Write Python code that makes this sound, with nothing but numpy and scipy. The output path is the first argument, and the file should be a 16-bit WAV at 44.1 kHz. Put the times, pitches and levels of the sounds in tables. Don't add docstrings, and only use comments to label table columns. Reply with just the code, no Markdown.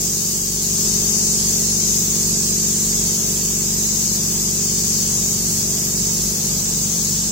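import sys
import numpy as np
from scipy import signal
from scipy.fft import rfft, irfft
from scipy.io import wavfile
from scipy.ndimage import uniform_filter1d

SR = 44100
rng = np.random.default_rng(int(sys.argv[2]) if len(sys.argv) > 2 else 0)


def master_out(mix):
    frames = np.transpose(np.atleast_2d(mix))
    ceiling = np.clip(frames, -1, 1)
    pcm = np.round(ceiling * 32767).astype(np.int16)
    wavfile.write(sys.argv[1], SR, pcm)


def gain_from_db(level_db):
    decades = np.asarray(level_db, float) / 20
    return 10 ** decades


N = 322371
TIME = np.arange(N) / SR
BINS_HZ = np.fft.rfftfreq(N, 1 / SR)


def curve(s, values):
    return np.interp(TIME, s, values)


def arch(start, end):
    return np.sin(np.pi * np.clip((TIME - start) / (end - start), 0, 1))


def walk(rate):
    every = 64
    hold = int(SR / rate / every)
    steps = np.repeat(rng.standard_normal(N // (every * hold) + 2), hold)
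    slow = uniform_filter1d(uniform_filter1d(steps, hold), hold)
    slow = np.interp(np.arange(N) / every, np.arange(len(slow)), slow)
    return (slow - slow.mean()) / slow.std()


def shape(hz, db):
    level_db = np.interp(np.log(BINS_HZ + 1), np.log(hz), db)
    return gain_from_db(level_db) * np.sqrt(SR / 2)


def pair(alike_hz):
    mid, side = rfft(rng.standard_normal((2, N)))
    alike = 1 / (1 + (BINS_HZ / alike_hz) ** 6.0)
    opposite = np.array([[1], [-1]])
    return (np.sqrt(1 + alike) * mid + np.sqrt(1 - alike) * side * opposite) / np.sqrt(2)


def tone(phase, db, pan_db, drift_db):
    lead = np.array([[1], [-1]])
    port_phase = lead * 0.043 * rng.standard_normal()
    wave = np.cos(phase + port_phase + 0.04 * drift_db * walk(1.37))
    level = gain_from_db(db + drift_db * walk(1.66)) * gain_from_db(lead * pan_db / 2)
    return np.sqrt(2) * level * wave


# (multiple of the shaft rate, level/dB rms, left minus right/dB)
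STROKE_TONES = [(2.005, -38.5, -2.5), (4, -39, 2), (5, -57, -3), (5.97, -37.5, 2), (6.9, -34, 0),
                (8, -51.5, -12), (8.7, -33, -1), (10, -55, -10), (11, -49.5, 8.5), (12, -54, -9),
                (12.92, -52, -5), (14, -46.5, 1.5), (14.91, -42, 2), (16.36, -64, -2), (16.95, -42, -3),
                (18.16, -56, 3), (19, -50.5, 9.5), (21, -57.5, 4), (22.3, -76, 13), (23, -67, 15),
                (27.31, -60, 1), (28, -69, -4), (36.8, -64.5, 16), (37.9, -66.5, 10), (45.8, -67, 10),
                (48.1, -71, 3)]
# (start t/s, end t/s, multiple of the shaft rate, level change/dB)
BODY_SHADES = [
    (.5, 1.8, 6, -2),
    (3.6, 4.6, 17, -3),
    (6.3, 8.5, 17, -7.5),
]
FLOOR_REFLECTED = (8, 12, 18)


def compressor():
    shaft_hz, first_stroke_s = 24.07, .0049
    shade_from_s, shade_db_per_s, shade_above = 1.1, -0.27, 13.5
    throb_multiple, throb_db, throb_per_s = 6, 6, 3.15
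    throb_from_s, throb_peak_s = 6.06, 6.8
    shaft = 2 * np.pi * shaft_hz * (TIME - first_stroke_s) + .01 * walk(.6)
    multiple, level_db, _ = np.transpose(STROKE_TONES)
    lags = 1.1 - 1.5 / multiple + 1.7 * np.exp(-((multiple - 5.7) / 2.1) ** 2)
    lags = lags + np.pi * np.isin(np.round(multiple), FLOOR_REFLECTED)
    lags = lags + np.where(level_db < -56, 1.5, .1) * rng.standard_normal(len(multiple))
    shade_db = shade_db_per_s * (np.maximum(TIME, shade_from_s) - TIME.mean())
    out = 0
    for (k, db, pan_db), lag in zip(STROKE_TONES, lags):
        order = round(k)
        shift_db = (k > shade_above) * shade_db
        for start, end, shaded, change_db in BODY_SHADES:
            if round(shaded) == order:
                shift_db = shift_db + change_db * arch(start, end)
        if order == throb_multiple:
            beat = np.cos(2 * np.pi * throb_per_s * (TIME - throb_peak_s))
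            shift_db = shift_db + throb_db * beat * np.clip((TIME - throb_from_s) / .3, 0, 1)
        out = out + tone(order * shaft + lag, db + shift_db, pan_db, drift_db=0.15 + 0.036 * k)
    return out


# (multiple of the mains f, level/dB rms)
MOTOR_HUM = [(2, -56.5), (4, -42)]


def motor():
    mains_hz = 50.09
    return sum(tone(2 * np.pi * round(k) * mains_hz * TIME, db, 0, drift_db=-1.5) for k, db in MOTOR_HUM)


# (f/Hz, left level/dB per Hz, right level/dB per Hz)
MIST_JET = [(600, -75.5, -81.5), (1350, -77.5, -80.5), (3140, -71.5, -73), (4020, -67, -67.5),
            (4810, -59.5, -60), (5930, -54.5, -59.5), (6180, -50, -57.5), (6780, -50.5, -54.5),
            (7520, -59, -52), (8180, -59, -58.5), (8950, -73, -63), (9660, -67.5, -65.5),
            (12700, -67.5, -67), (15800, -62.5, -63.5)]
# (t/s, nearness level/dB, aim at the phone 0-1)
NOZZLE_SWEEP = [
    (0, 0.3, 1),
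    (.55, 0.5, 1),
    (.9, 0.7, 0.3),
    (1.9, 0, 0.38),
    (2.6, 0, 0.25),
    (3.2, -0.66, 0.36),
    (5.1, 0.06, 0.25),
    (5.9, -.6, 0.53),
    (7.31, -.3, 0.24),
]


def jet():
    beam_db, sway_db, sway_per_s = 1.5, 0.8, 3.21
    s, near_db, aim = np.transpose(NOZZLE_SWEEP)
    top_db = beam_db * curve(s, aim - aim.mean())
    body_db = curve(s, near_db) + sway_db * walk(sway_per_s) * np.array([[.5], [-.5]])
    hz, left_db, right_db = np.transpose(MIST_JET)
    noise = pair(alike_hz=755) * [shape(hz, left_db), shape(hz, right_db)]
    place = 3 * np.log2(BINS_HZ / 2000 + 1e-9)
    out = 0
    for k in range(10):
        window = np.clip(1 - abs(np.clip(place, 0, 9) - k), 0, 1)
        aim_db = top_db if k > 6 else body_db * min(k / 4, 1)
        depth_db = .25 if k > 5 else .15 * k
        flicker_db = [depth_db * (walk(4.5) + 0.61 * walk(9)) for _ in range(2)]
        out = out + irfft(noise * window, N) * gain_from_db(aim_db + np.array(flicker_db))
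    return out


# (f/Hz, level/dB per Hz)
CABINET_RUMBLE = [(24, -79), (30, -64), (56, -69), (75, -77), (95, -67), (135, -61.5), (160, -62),
                  (182, -57), (205, -58.5), (225, -70), (450, -73.5), (600, -73.5), (1200, -77),
                  (2500, -90)]
# (f/Hz, width/Hz, level/dB rms)
RINGING_MODES = [(52, 3, -46.5), (124, 4.3, -50), (143, 5.5, -68), (159, 8, -64), (184, 3.3, -44),
                 (373, 18, -49.5), (415.4, 16, -51), (495, 12, -53.5), (654.5, 6.4, -55.5)]


def rumble():
    power = shape(*np.transpose(CABINET_RUMBLE)) ** 2
    for hz, width, db in RINGING_MODES:
        peak = gain_from_db(db) ** 2 * SR / (np.pi * width)
        power = power + peak / (1 + (2 * (BINS_HZ - hz) / width) ** 2)
    return irfft(np.sqrt(power) * pair(alike_hz=714), N) * gain_from_db(1.0 * walk(2.97))


# (start t/s, end t/s, f/Hz, level/dB rms)
MODE_SWELLS = [
    (4.5, 6.5, 118.8, -37.5),
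    (0.8, 1.37, 110, -51),
]


def swells():
    out = 0
    for start, end, hz, db in MODE_SWELLS:
        phase = 2 * np.pi * hz * TIME + .3 * walk(5.6)
        out = out + arch(start, end) * tone(phase, db, 0, drift_db=1.5)
    return out


def scene():
    return compressor() + motor() + jet() + rumble() + swells()


# (f/Hz, threshold level/dB re the mean there)
THIN_THRESHOLD = [(1200, -14), (1900, -.5), (2300, -5), (2900, -2), (3300, 3), (3700, 0), (4200, 4),
                  (4500, 1), (5000, 0), (5600, -7), (7700, -8), (8700, 5), (9200, 2.5), (11500, 3.5),
                  (15000, 2.8)]


def starve(x):
    top_hz = 15840
    frame = dict(nperseg=2048, noverlap=1024, window="cosine")
    both = np.array([x[0] + x[1], x[0] - x[1]]) / 2
    hz, _, cells = signal.stft(both, SR, **frame)
    power = abs(cells) ** 2 + 1e-18
    mean = uniform_filter1d(power.mean(axis=2, keepdims=True), size=9, axis=1)
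    patch = uniform_filter1d(rng.standard_normal(cells.shape), size=5, axis=1)
    patch = uniform_filter1d(patch, size=4, axis=2)
    bar_db = np.interp(hz, *np.transpose(THIN_THRESHOLD))[:, None] + 2.7 * patch / patch.std()
    over_db = 10 * np.log10(power / mean) - bar_db
    keep = (1 + np.tanh(over_db / 1.5)) / 2
    kept = uniform_filter1d((power * keep ** 2).mean(axis=2, keepdims=True), size=9, axis=1)
    lift = np.sqrt(mean / kept)
    cells = cells * keep * lift * (hz < top_hz)[:, None]
    mid, side = signal.istft(cells, SR, **frame)[1][:, :N]
    return np.array([mid + side, mid - side])


# (t/s, level/dB)
PHONE_GAIN = [
    (0, -1.5),
    (.55, -2.5),
    (.85, 0.5),
    (1.5, .5),
    (3, 0.5),
    (7.31, -.5),
]


def auto_gain(x):
    return x * gain_from_db(curve(*np.transpose(PHONE_GAIN)))


def low_pass(x):
    return signal.sosfilt(signal.butter(12, 15850, fs=SR, output="sos"), x)


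def record(dry):
    mix = auto_gain(starve(dry))
    return low_pass(mix)


dry = scene()
out = record(dry)
master_out(out)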